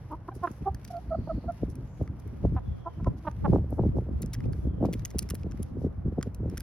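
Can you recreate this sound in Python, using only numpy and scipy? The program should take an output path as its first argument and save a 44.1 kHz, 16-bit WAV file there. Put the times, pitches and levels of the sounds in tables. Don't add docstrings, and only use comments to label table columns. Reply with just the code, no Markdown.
import sys
import numpy as np
from scipy import signal
from scipy.fft import rfft, irfft
from scipy.io import wavfile
from scipy.ndimage import uniform_filter1d

SR = 44100
rng = np.random.default_rng(int(sys.argv[2]) if len(sys.argv) > 2 else 0)


def waveform_to_disk(signal):
    frames = np.transpose(np.atleast_2d(signal))
    scaled = np.clip(frames, -1, 1) * 32767
    samples = np.round(scaled).astype(np.int16)
    wavfile.write(sys.argv[1], SR, samples)


N = 291942
TIME = np.arange(N) / SR
TOP_HZ = 16500


# (frequency [Hz], level [dB])
VOICE_EQ = [(200, 2.5), (340, 4), (650, 1.5), (1000, 0.5), (1300, -3), (1750, -13.5), (2100, -26),
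            (2700, -32.5), (4000, -45.5), (6000, -101)]
# (harshness [dB/octave], resonance width [Hz])
THROAT_WIDTH = [(-21.5, 150), (-13, 360), (-0.5, 280), (15.5, 520)]


def cluck(length, db, mid_hz, lift_hz, fall, throat_hz, harsh, chest_db, rough,
          jitter=0.13, bloom_hz=1700, rasp_db=-23):
    size, hz = int(length * SR), bins(8192) + 1
    position = np.linspace(-2, 2, 2 * size)
    skirt = signal.windows.hann(len(position))
    swell = skirt / np.sqrt(1 + (position ** 2) ** 3.6)
    start_hz, end_hz = mid_hz * (1 + fall / 2) + lift_hz, mid_hz * (1 - fall / 2) + lift_hz
    bend = np.polyfit([-1, 0, 1], [start_hz, mid_hz, end_hz], 2)
    pitch = np.polyval(bend, np.clip(position, -1.25, 1.25))
    wobble = drift(rng.standard_normal(8192), 240)[:len(position)]
    cycles = np.cumsum(pitch * (1 + jitter * rough * wobble)) / SR
    harmonics = np.arange(1, int(6000 / mid_hz))
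    bloom = swell[:, None] ** (harmonics * mid_hz / bloom_hz)
    pulses = (np.cos(2 * np.pi * np.outer(cycles, harmonics)) * bloom).sum(1)
    pulses /= np.sqrt(len(harmonics) / 2)
    breath = rng.standard_normal(8192)[:len(position)]
    puffs = unit(np.exp(-(cycles % 1) / 0.051) * breath)
    rasp = amp(rasp_db) * breath * np.sqrt(skirt)
    drive = np.zeros(8192)
    add(drive, 0, ((1 - rough) * pulses + rough * puffs) * swell + rasp)
    width_hz = curve(THROAT_WIDTH, harsh)
    throat_db = -10 * np.log10(1 + ((hz ** 2 - throat_hz ** 2) / (hz * width_hz)) ** 2)
    tilt_db = harsh * np.log2(np.maximum(hz / 1300, 1)) + chest_db / (1 + (hz / 480) ** 8)
    voice = colour(drive, eq_at(VOICE_EQ, hz) + throat_db + tilt_db)
    return amp(db - 1.5) * voice / np.sqrt(np.sum(voice ** 2) / size)


# (core onset [s], core length [s], level [dB], pitch [Hz], pitch lift at both ends [Hz], pitch fall
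# [ratio], throat resonance [Hz], harshness [dB/octave], chest tone [dB], roughness [0-1])
CLUCK_CUES = [(0.105, 0.045, -36.5, 308.4, 22, -0.11, 990, -21, 18.5, 0.29),
              (0.282, 0.014, -34, 336, 20, -0.14, 1060, 3, 15.5, 0.38),
              (0.313, 0.018, -47, 776, -5, -0.018, 800, 18, -11, 0.14),
              (0.43, 0.031, -26, 355.2, -10, 0.043, 915, -1, 2, 0.09),
              (0.471, 0.01, -32.5, 321, -7.5, -0.066, 1420, 12, 15.5, 0.36),
              (0.658, .036, -26, 391.7, -8, 0.0084, 780, -29, 9, 0.17),
              (0.901, .013, -38.5, 700, 2, -0.028, 715, -31, -3, 0.15),
              (0.925, 0.068, -36, 683.5, 43.5, -0.033, 690, -20.5, -5, 0.19),
              (1.107, 0.034, -28.5, 657.4, 13, -0.0097, 673, -17, -6, 0.15),
              (1.142, 0.014, -27.5, 663, -3, 0.15, 683, -17.5, -11, 0.1),
              (1.29, 0.031, -30, 638, 38.5, 0.13, 677, -14.5, -14, 0.14),
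              (1.479, 0.031, -30, 690, -25, -0.016, 710, -15, -8, 0.2),
              (1.271, 0.012, -37, 312, 9.5, 0.021, 670, -21, 11.5, 0.42),
              (1.435, 0.016, -44.5, 324, -2, 0.02, 680, -21, 15, 0.74),
              (2.56, 0.031, -38.5, 241.3, -8.5, .04, 820, 12.5, -23, 0.3),
              (2.856, 0.034, -33.5, 326.4, 25, 0.013, 870, -22, 2.5, 0.2),
              (2.997, 0.013, -45, 322, -13.5, -0.015, 930, -5, 18, 0.48),
              (3.057, 0.026, -37, 339.4, 13.5, -0.016, 1040, -24.5, -9, 0.15),
              (3.244, 0.019, -42, 342, 3, -0.0057, 1000, -5, 18, 0.34),
              (3.267, 0.022, -29, 302.5, -8.5, 0.096, 890, 14, 2, 0.15),
              (3.443, 0.024, -28.5, 283, -7, 0.075, 790, 11, -19, 0.2)]
# (time [s], left minus right [dB])
HEN_PAN = [(.3, -0.5), (.42, -3.5), (1.5, -2.5), (2.6, -0.5), (3.5, -5)]


def hens():
    out = np.zeros(N)
    for s, length, *voicing in CLUCK_CUES:
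        add(out, s - length / 2, cluck(length, *voicing))
    pan_db = curve(HEN_PAN, TIME)
    placed = place(out, 0.18 * np.sqrt(bins(N) / 1000), balance_db=0)
    return placed * amp(np.array([pan_db, -pan_db]) / 2)


# (time [s], level [dB], brightness [dB/octave], gap to second snap [s],
# second snap against first [dB], hollow knock [Hz], kernel ring [Hz])
PECK_CUES = [(4.2201, -34, 6.5, 0.0022, 0.5, 1610, 7700), (4.336, -34.5, -2, 0.004, -0.5, 2200, 6500),
             (4.933, -32.5, 0, 0.0054, 1, 2160, 4900), (5.051, -29, 0.5, 0.0043, -0.5, 2130, 6440),
             (5.1049, -42, -0.5, 0.0076, -4.5, 2000, 6060), (5.1858, -23.5, 4.5, 0.0053, 3.5, 4200, 5450),
             (5.3014, -30.5, -1, 0.00444, 0.5, 2270, 11300), (5.346, -40.5, 2, 0.0059, 7.5, 1430, 11300),
             (5.626, -47.5, 2.5, 0.0041, 11, 1440, 10100), (6.573, -35.5, -2, 0.0053, 3.5, 1560, 5850),
             (6.6, -44.5, 1, 0.0057, 8, 1480, 10600)]
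# (time [s], level [dB], brightness [dB/octave])
CLICK_CUES = [(0.117, -56, 21), (0.353, -48, 13), (0.436, -50, 5), (0.515, -49.5, 6), (0.7468, -40, 0.5),
              (0.846, -48, -1.5), (0.85, -40, -0.5), (0.878, -47, -1.5), (0.968, -48, -2.5),
              (1.521, -53, 4), (1.7013, -50.5, 2), (1.755, -46.5, 3.5), (2.03, -59, 8), (2.077, -44.5, -12),
              (2.199, -53, 11), (2.277, -53, 11), (3.045, -41, -13), (3.069, -50, -8.5), (3.314, -50.5, -5),
              (3.7062, -50, 17), (4.225, -43, 1.5), (4.2308, -44, -5), (4.2612, -42, 4), (4.3332, -35.5, 2),
              (4.344, -39.5, -1.5), (4.3498, -39, -2.5), (4.405, -44.5, -7), (4.4405, -52, -7),
              (4.527, -47.5, 9), (4.533, -44, -13), (4.8556, -42, -1), (4.863, -50, -2), (4.928, -40, -1),
              (4.943, -50.5, -4), (4.995, -45.5, -5.5), (5.188, -43, 6), (5.223, -46.5, -3.5),
              (5.2257, -37.5, 7), (5.229, -42.5, -2.5), (5.2902, -38, 1), (5.3062, -37, -6.5),
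              (5.309, -46.5, 1), (5.397, -60, 1), (5.434, -50.5, -7), (5.513, -48.5, -4.5),
              (5.52, -46.5, -5.5), (6.212, -40, -12), (6.2283, -30.5, -6), (6.347, -42, 4.5),
              (6.4987, -47, -1)]


def snap_cues(strays_per_s=3, knock_hz=(1240, 2470), ring_hz=(4200, 6500)):
    snaps, clicks = [], list(CLICK_CUES)
    for s, db, bright, gap_s, second_db, *kernel in PECK_CUES:
        snaps += [(s, db, bright, *kernel), (s + gap_s, db + second_db, bright, *kernel)]
    draws = rng.random((60, 4))
    for chance, when, strength, tone in draws:
        if chance < strays_per_s * N / SR / len(draws):
            s = when * N / SR
            db = curve(RUSTLE_FADER, s) + 13 + 2.5 * (2 * strength - 1)
            clicks.append((s, db, 6 * (2 * tone - 1)))
    for click, (low, high) in zip(clicks, rng.random((140, 2))):
        snaps.append((*click, np.interp(low, [0, 1], knock_hz), np.interp(high, [0, 1], ring_hz)))
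    return snaps


# (frequency [Hz], level [dB])
CRACK_EQ = [(400, -60.5), (1200, -2), (2300, -8), (3900, -5), (5200, 1), (8500, -0.5), (11500, -0.5),
            (16000, 2.5)]
# (frequency [Hz], level [dB])
SOIL_EQ = [(400, -3.5), (900, -36.5), (1500, 0.5), (2200, -1.5), (3000, 0), (4200, -4), (5500, 0.5),
           (8500, -0.5), (11500, -5.5), (16000, -7.5)]
# (frequency [Hz], left port's phase lead [rad])
GROUND_PHASE = [(20, 0.38), (2500, 0.94), (5000, 0.73), (7060, 2.53), (8200, 3.8), (10200, 6.3),
                (11600, 6.5), (13400, 8.8), (16000, 10)]


def pecks(crack_s=0.00033, crumble_s=0.0031, grit_s=0.012, ripple_depth_db=3.2):
    placed, centre = np.zeros((2, N))
    t, hz = (np.arange(4096) - 1536) / SR, bins(4096)
    octaves = np.log2(np.clip(hz, 1000, 11000) / 1000)
    cracking = np.exp(np.minimum(t / 0.00024, -t / crack_s))
    crumbling = np.exp(np.minimum(t / 0.00056, -(t / crumble_s) ** 2))
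    scattering = np.exp(np.minimum(t / 0.0016, -t / grit_s))
    for cue, noises in zip(snap_cues(), rng.standard_normal((160, 5, len(t)))):
        s, db, bright, knock_hz, ring_hz = cue
        crack_noise, soil_noise, ripple_noise, grit_noise, spray_noise = noises
        ripple_db = ripple_depth_db * drift(ripple_noise, 30, 16)[:len(hz)]
        knock_db = 8 / (1 + ((hz - knock_hz) / 380) ** 2)
        ring_db = 6 / (1 + ((hz - ring_hz) / 1300) ** 2)
        tone_db = ripple_db + bright * octaves + knock_db + ring_db
        soil_db = eq_at(SOIL_EQ, hz) + tone_db
        crack = unit(colour(crack_noise * cracking, eq_at(CRACK_EQ, hz) + tone_db))
        soil = unit(colour(soil_noise * crumbling, soil_db))
        grit = unit(colour(grit_noise ** 3 * scattering, soil_db))
        spray = unit(colour(spray_noise * crumbling, soil_db))
        add(placed, s + t[0], amp(db - 20.5) * (crack + amp(-4) * soil + amp(-18) * grit))
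        add(centre, s + t[0], amp(db - 40) * spray)
    return place(placed, eq_at(GROUND_PHASE, bins(N)), balance_db=-0.5) + centre


# (time [s], knock level [dB], top edge [Hz], rub length [s], sway level [dB])
BUMP_CUES = [(0.365, -37, 426, 0.013, -44), (0.411, -40, 230, .008, -44), (0.508, -34, 406, 0.0059, -56),
             (0.621, -29, 354, 0.016, -35), (0.702, -47.5, 218, .012, -30.5),
             (0.745, -38, 260, 0.017, -34.5), (1.088, -40, 296, 0.045, -33.5),
             (1.189, -32.5, 450, 0.1, -29), (1.342, -30.5, 230, 0.048, -28.5),
             (1.379, -27.5, 350, 0.013, -54), (1.468, -31.5, 218, 0.046, -34),
             (1.634, -24, 574, 0.0095, -25.5), (1.684, -34.5, 388, 0.025, -30),
             (1.784, -35.5, 400, 0.091, -44), (1.836, -39, 249, 0.021, -33),
             (2.015, -26, 620, 0.021, -28.5), (2.098, -38.5, 337, 0.12, -28.5),
             (2.264, -36, 396, 0.028, -36), (2.334, -38.5, 296, 0.038, -34.5),
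             (2.442, -31, 680, 0.062, -28), (2.453, -20.5, 700, 0.0093, -16.5),
             (2.486, -34, 296, 0.018, -38), (2.524, -28.5, 380, .012, -25.5), (2.55, -25, 290, 0.017, -25),
             (2.674, -37.5, 215, 0.0084, -28), (2.711, -34, 215, 0.005, -29.5),
             (2.982, -35.5, 300, 0.03, -33), (3.024, -32.5, 262, 0.016, -27.5),
             (3.074, -22.5, 684, 0.016, -21.5), (3.15, -34.5, 285, 0.043, -51),
             (3.28, -40, 223, 0.013, -36), (3.361, -44, 250, .012, -40), (3.446, -27.5, 240, 0.025, -32),
             (3.482, -25, 677, 0.021, -24.5), (3.497, -20, 415, 0.013, -28),
             (3.531, -23.5, 707, 0.016, -20), (3.537, -18.5, 816, 0.011, -25.5),
             (3.549, -16.5, 490, 0.026, -36), (3.563, -21.5, 970, 0.042, -48),
             (3.587, -30, 640, 0.074, -25), (3.615, -39, 330, 0.014, -27.5),
             (3.645, -37.5, 590, .015, -42.5), (3.706, -35, 407, .015, -33), (3.729, -29, 760, 0.024, -43),
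             (3.787, -34, 980, .012, -30), (3.796, -20, 814, 0.0064, -30), (3.812, -27, 580, 0.022, -22),
             (3.839, -26.5, 744, 0.014, -27), (3.855, -27, 650, 0.027, -33), (3.864, -23, 417, 0.026, -24),
             (3.889, -30, 332, 0.018, -26), (3.915, -40, 330, .012, -37), (3.957, -31, 400, .012, -38),
             (3.971, -28, 664, 0.011, -28.5), (3.988, -26, 790, 0.0062, -32),
             (4.021, -38.5, 472, 0.011, -38), (4.07, -36.5, 626, 0.0084, -36), (4.091, -33, 590, 0.01, -37),
             (4.112, -31, 320, .012, -48), (4.133, -38, 330, 0.012, -27.5), (4.158, -44, 230, .012, -28),
             (4.21, -38, 540, 0.012, -46), (4.241, -29.5, 450, 0.05, -32), (4.257, -43, 240, .01, -33.5),
             (4.288, -43.5, 400, .025, -37), (4.36, -42, 370, .012, -36), (4.384, -36, 324, 0.024, -25),
             (4.439, -30.5, 270, 0.01, -52), (4.461, -32.5, 566, 0.014, -24),
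             (4.486, -38, 550, .015, -28.5), (4.519, -37.5, 376, 0.016, -35), (4.552, -38, 483, 0.014, -34),
             (4.59, -35.5, 390, 0.017, -26), (4.654, -35.5, 500, .014, -24),
             (4.672, -24.5, 437, 0.012, -24.5), (4.711, -38.5, 380, .014, -40),
             (4.739, -31.5, 310, 0.013, -31.5), (4.785, -37, 475, 0.014, -29),
             (4.812, -27.5, 597, 0.013, -32), (4.83, -21.5, 710, .026, -41), (4.842, -23.5, 705, .03, -43),
             (4.853, -21.5, 850, 0.03, -38), (4.89, -25.5, 596, 0.062, -32), (4.913, -39, 520, .012, -42),
             (4.935, -37, 560, .014, -46), (4.953, -30.5, 397, 0.013, -47), (4.986, -45, 222, 0.014, -29),
             (5.029, -39, 280, 0.018, -34), (5.149, -37, 700, .008, -44), (5.157, -29, 398, 0.02, -29.5),
             (5.222, -36, 300, 0.015, -30.5), (5.251, -39, 413, 0.0092, -42),
             (5.312, -35.5, 380, 0.0076, -32.5), (5.339, -32.5, 510, 0.0048, -37),
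             (5.403, -50, 220, .012, -32.5), (5.445, -35, 450, 0.011, -38), (5.467, -33, 537, 0.032, -39),
             (5.502, -36.5, 340, 0.024, -32), (5.543, -35, 264, 0.017, -37), (5.6, -28.5, 367, 0.011, -40),
             (5.613, -36.5, 430, 0.011, -30.5), (5.716, -37, 258, 0.011, -34.5),
             (5.771, -30, 420, 0.048, -37), (5.79, -33.5, 395, .01, -38), (5.819, -36, 590, 0.0091, -38),
             (5.847, -22.5, 474, 0.019, -43), (5.868, -24.5, 433, 0.015, -29.5),
             (5.978, -38, 215, 0.007, -33), (6.059, -26.5, 383, 0.014, -24), (6.08, -26.5, 368, 0.022, -47),
             (6.126, -31.5, 480, 0.014, -45), (6.186, -24, 643, 0.0068, -47), (6.199, -32, 487, .008, -41),
             (6.263, -39.5, 595, 0.0091, -47), (6.273, -29.5, 472, 0.0085, -33.5),
             (6.405, -36, 460, 0.022, -26.5), (6.433, -32, 470, .01, -40), (6.448, -35, 600, .012, -38),
             (6.46, -30.5, 555, 0.015, -29), (6.484, -31, 503, 0.037, -34.5), (6.526, -32, 452, 0.039, -50),
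             (6.54, -36.5, 594, .014, -37), (6.585, -43, 426, .012, -48)]


def knocks(body_hz=190, scuff_s=0.008, bass_lag_s=0.009656, lag_hz=230, lead_s=0.00362):
    out, t, hz = np.zeros((2, N)), (np.arange(4096) - 1024) / SR, bins(4096) + 1
    droop = np.exp(-2j * np.pi * bass_lag_s * lag_hz * np.arctan(hz / lag_hz))
    fade = signal.windows.tukey(len(t), 0.2)
    impulse = 1.0 * (t == 0)
    for s, db, edge_hz, *_ in BUMP_CUES:
        high_cut = (1 + (hz / edge_hz) ** 10) * (1 + (hz / body_hz) ** 2)
        low_cut = 1 + ((35 + 0.081 * edge_hz) / hz) ** 6
        casing_db = -10 * np.log10(high_cut * low_cut)
        blow = unit(irfft(rfft(colour(impulse, casing_db)) * droop))
        shared, *per_port = rng.standard_normal((3, len(t)))
        for port, own in zip(out, per_port):
            scuff = unit(colour((shared + 0.42 * own) * np.exp(-abs(t) / scuff_s), casing_db))
            add(port, s + t[0] - lead_s, amp(db - 11.5) * (blow + amp(-6) * scuff) * fade)
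    return out


def swings(centre_hz=76, spread_octaves=0.19, rise_s=0.0042, settle_s=0.022):
    out, t = np.zeros(N), np.arange(SR // 5) / SR
    envelope = (1 - np.exp(-t / rise_s)) * np.exp(-t / settle_s)
    for (s, *_, sway_db), detune in zip(BUMP_CUES, rng.standard_normal(len(BUMP_CUES))):
        hz = centre_hz * 2 ** (spread_octaves * detune)
        add(out, s + 0.0018, amp(sway_db + 1) * np.sin(2 * np.pi * hz * t) * envelope)
    return out


# (frequency [Hz], level [dB])
SWAY_EQ = [(15, -48), (30, -12.5), (45, -1), (63, 8), (90, 2), (125, -1), (180, -8), (300, -32),
           (600, -84.5)]
# (frequency [Hz], level [dB])
RUB_EQ = [(60, -25), (130, -1), (200, 1), (300, -5), (420, -16.5), (600, -25), (900, -40), (1600, -51),
          (3000, -91.5)]
# (time [s], sway level [dB], rub level [dB])
GRIP_FADERS = [(0.0, -46, -57), (0.62, -54, -56.5), (1.03, -47.5, -50.5), (1.25, -44, -51.5),
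               (2.08, -50, -55), (2.58, -41.5, -59.5), (2.76, -52, -72), (3.2, -42.5, -49.5),
               (3.39, -37, -51), (3.69, -37, -50.5), (4.33, -42.5, -52), (4.76, -41.5, -44.5),
               (5.092, -46, -56), (6.09, -44, -54), (6.62, -41, -54)]


def handling(sway_lag_s=0.011, rise_s=0.019, settle_s=0.014, rub_lag_s=0.0046):
    times, bed_sway_db, bed_rub_db = np.transpose(GRIP_FADERS)
    unrest_db = 2 * drift(rng.standard_normal(N), 3000, 1500)
    sway_power = amp(np.interp(TIME, times, bed_sway_db) + 2.5 + unrest_db) ** 2
    rub_power = amp(np.interp(TIME, times, bed_rub_db)) ** 2
    t = np.arange(-SR // 4, SR // 4) / SR
    from_peak = t - sway_lag_s
    jolt = np.exp(-(np.minimum(from_peak, 0) / rise_s) ** 2 - np.maximum(from_peak, 0) / settle_s)
    for s, db, _, length, sway_db in BUMP_CUES:
        add(sway_power, s + t[0], amp(sway_db - 3) ** 2 * jolt)
        add(rub_power, s + t[0], amp(db - 8) ** 2 * np.exp(-(2 * (t - rub_lag_s) / length) ** 2))
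    slips = amp(-drift(rng.standard_normal(N), 600))
    sway = steadied(noise(SWAY_EQ), size=1300) * np.sqrt(sway_power)
    rub = steadied(noise(RUB_EQ), size=900) * np.sqrt(rub_power) * slips
    return sway + rub


# (centre time [s], length [s], level [dB])
FINGER_CUES = [(2.368, 0.075, -60), (2.604, 0.61, -48), (2.72, 0.15, -43), (3.106, 0.027, -33.5),
               (3.457, 0.059, -31), (3.519, 0.046, -28.5), (3.85, 0.19, -46), (3.948, 0.033, -33),
               (4.15, 0.074, -38), (4.474, 0.088, -35), (4.645, 0.026, -35), (4.82, 0.23, -44.5),
               (5.09, 0.75, -49.5), (5.81, 0.85, -49)]
# (frequency [Hz], level [dB])
FINGER_EQ = [(30, -41), (60, -8), (140, 6), (280, -4), (450, -8.5), (700, -16.5), (1200, -33.5),
             (2500, -69)]


def fingers():
    power = sum(amp(db) ** 2 * np.exp(-(2 * (TIME - s) / length) ** 2) for s, length, db in FINGER_CUES)
    rub = steadied(noise(FINGER_EQ)[:1], size=700) * np.sqrt(power)
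    return np.array([[1], [-1]]) * rub


# (frequency [Hz], level [dB])
RUSTLE_EQ = [(500, -2.5), (2000, 12.5), (4000, 2.5), (5800, 4), (8000, -10.5), (11500, 2), (14000, -24.5),
             (16000, -12.5)]
# (time [s], level [dB])
RUSTLE_FADER = [(0.0, -78), (0.24, -78.5), (0.51, -73.5), (1.27, -77.5), (2.21, -78), (3.5, -77.5),
                (4.02, -79.5), (4.46, -77), (4.66, -82.5), (4.9, -79), (5.09, -74.5), (5.24, -74.5),
                (6.05, -87.5), (6.27, -78.5), (6.43, -86), (6.62, -69)]
# (time [s], length [s], level [dB], band anchor [Hz])
BRUSH_CUES = [(0.33, 0.057, -63, 9900), (0.425, 0.21, -69.5, 9500), (0.813, 0.31, -72.5, 4580),
              (0.328, 0.17, -74, 4500), (1.683, 0.048, -65.5, 9500), (2.187, 0.024, -68, 8040),
              (3.159, 0.047, -67.5, 5430), (3.315, 0.019, -80, 5700), (3.681, 0.13, -70.5, 10500),
              (4.476, 0.24, -73, 10000), (3.429, 0.18, -71.5, 5500), (3.939, 0.082, -71, 5800),
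              (5.764, 0.13, -71.5, 6000), (0.869, 0.025, -60, 4400), (0.897, .036, -59, 6200),
              (4.451, 0.011, -64, 4600), (4.92, 0.12, -71, 4800), (5.049, 0.092, -71, 5500),
              (5.21, 0.087, -78, 5200), (0.948, 0.8, -73.5, 2480), (2.499, 0.76, -76.5, 3260),
              (5.362, 0.077, -71, 4600), (5.618, 0.13, -74, 4600)]


def dirt(grains_per_s=140, grain_s=0.003, swell_db=2.4):
    hits = rng.random(N) < grains_per_s / SR
    grains = hits * amp(2.5 * np.minimum(rng.exponential(1, N), 4))
    ticks = unit(signal.lfilter([1], [1, -np.exp(-1 / (grain_s * SR))], grains))
    rustle = noise(RUSTLE_EQ) + amp(-3) * ticks * noise(RUSTLE_EQ)
    swells = drift(rng.standard_normal(N), 3000, 2000)
    out = rustle * amp(curve(RUSTLE_FADER, TIME) + 5.5 + swell_db * swells)
    for s, length, db, hz in BRUSH_CUES:
        size = int(length * SR)
        band = signal.butter(2, [0.63 * hz, min(2.6 * hz, TOP_HZ)], "band", fs=SR)
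        for port, texture in zip(out, rustle):
            stroke = unit(signal.lfilter(*band, np.roll(texture, rng.integers(N))[:size]))
            add(port, s, amp(db) * stroke * signal.windows.tukey(size, 0.8))
    return out


# (time [s], length [s], level [dB], start [Hz], end [Hz], mid-call arch [Hz], width [Hz])
BIRD_CUES = [(0.986, 0.61, -73, 4310, 4100, 281.5, 560), (1.804, 0.32, -76.5, 6760, 6100, 1, 1390),
             (2.511, 0.61, -74, 3650, 2930, 0, 233), (4.518, .43, -77, 3560, 2890, 0.5, 230)]


def birds():
    out = np.zeros((2, N))
    for s, length, db, start_hz, end_hz, arch_hz, width_hz in BIRD_CUES:
        size = int(length * SR)
        pitch = np.linspace(start_hz, end_hz, size) + arch_hz * np.sin(np.linspace(0, np.pi, size))
        whistle = np.exp(2j * np.pi * np.cumsum(pitch) / SR)
        for port in out:
            hiss = rng.standard_normal(SR) + 1j * rng.standard_normal(SR)
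            blur = signal.lfilter(*signal.butter(2, width_hz / SR), hiss)[:size]
            add(port, s, amp(db) * unit((whistle * blur).real) * signal.windows.tukey(size, 0.7))
    return out


def yard(send, t60_s=0.21, cutoff_hz=2500):
    t = np.arange(SR // 2) / SR
    tail = rng.standard_normal((2, len(t))) * amp(-60 * t / t60_s) * (t > 0.004)
    tail = signal.lfilter(*signal.butter(1, cutoff_hz, fs=SR), tail)
    return signal.fftconvolve(send, tail / np.linalg.norm(tail[0]), axes=1)[:, :N]


# (frequency [Hz], level [dB])
AIR_EQ = [(25, -23.5), (55, -9), (85, 6.5), (115, 19.5), (200, -8), (500, -3.5), (900, -8), (1500, -15),
          (2200, -26.5), (3200, -39.5), (4500, -50), (8000, -52.5), (16000, -58.5)]


def air():
    return amp(-49.5) * noise(AIR_EQ)


# (frequency [Hz], correlation of the ports [-1 to 1])
PORT_CORRELATION = [(60, 0.96), (130, 1), (300, 0.88), (1400, 0.58), (3100, 0.45), (7000, -0.74),
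                    (15000, 1)]


def noise(eq):
    hz = bins(N)
    mid, side = rfft(rng.standard_normal((2, N)))
    alike = np.clip(eq_at(PORT_CORRELATION, hz), -1, 1)
    mid, side = mid * np.sqrt(1 + alike), side * np.sqrt(1 - alike)
    return unit(irfft(np.array([mid + side, mid - side]) * amp(eq_at(eq, hz)), N))


def place(x, radians, balance_db):
    left = np.exp(0.5j * radians) * amp(balance_db / 2)
    return irfft(rfft(x) * np.array([left, 1 / left]), N)


def colour(x, db):
    log_gain = np.log(amp(np.maximum(db, db.max() - 140)))
    mirrored = np.concatenate([log_gain, log_gain[-2:0:-1]])
    response = np.exp(np.conj(signal.hilbert(mirrored)))[:len(db)]
    return irfft(rfft(x) * response, len(x))


def steadied(x, size):
    power = uniform_filter1d(uniform_filter1d((x ** 2).mean(0), size), size)
    return x / np.sqrt(power + 1e-9)


def drift(x, *sizes):
    for size in sizes:
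        x = uniform_filter1d(x, size)
    return unit(x)


def curve(points, at):
    return np.interp(at, *np.transpose(points))


def eq_at(points, hz):
    point_hz, value = np.transpose(points)
    return np.interp(np.log(hz + 1), np.log(point_hz + 1), value)


def bins(size):
    return np.fft.rfftfreq(size, 1 / SR)


def amp(db):
    return 10 ** (np.asarray(db) / 20)


def unit(x):
    return x / np.sqrt(np.mean(x ** 2) + 1e-20)


def add(mix, s, sound):
    part = mix[max(round(s * SR), 0):][:len(sound)]
    part += sound[:len(part)]


def scene():
    voices, beaks = hens(), pecks()
    reverb = yard(amp(-27) * voices + amp(-37) * beaks)
    camera = knocks() + swings() + handling() + fingers()
    return voices + beaks + reverb + camera + dirt() + birds() + air()


def record(dry):
    high_cut = signal.firwin(511, TOP_HZ, window=("kaiser", 9), fs=SR)
    return signal.oaconvolve(dry, high_cut[None], "same", axes=1)


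dry = scene()
out = record(dry)
waveform_to_disk(out)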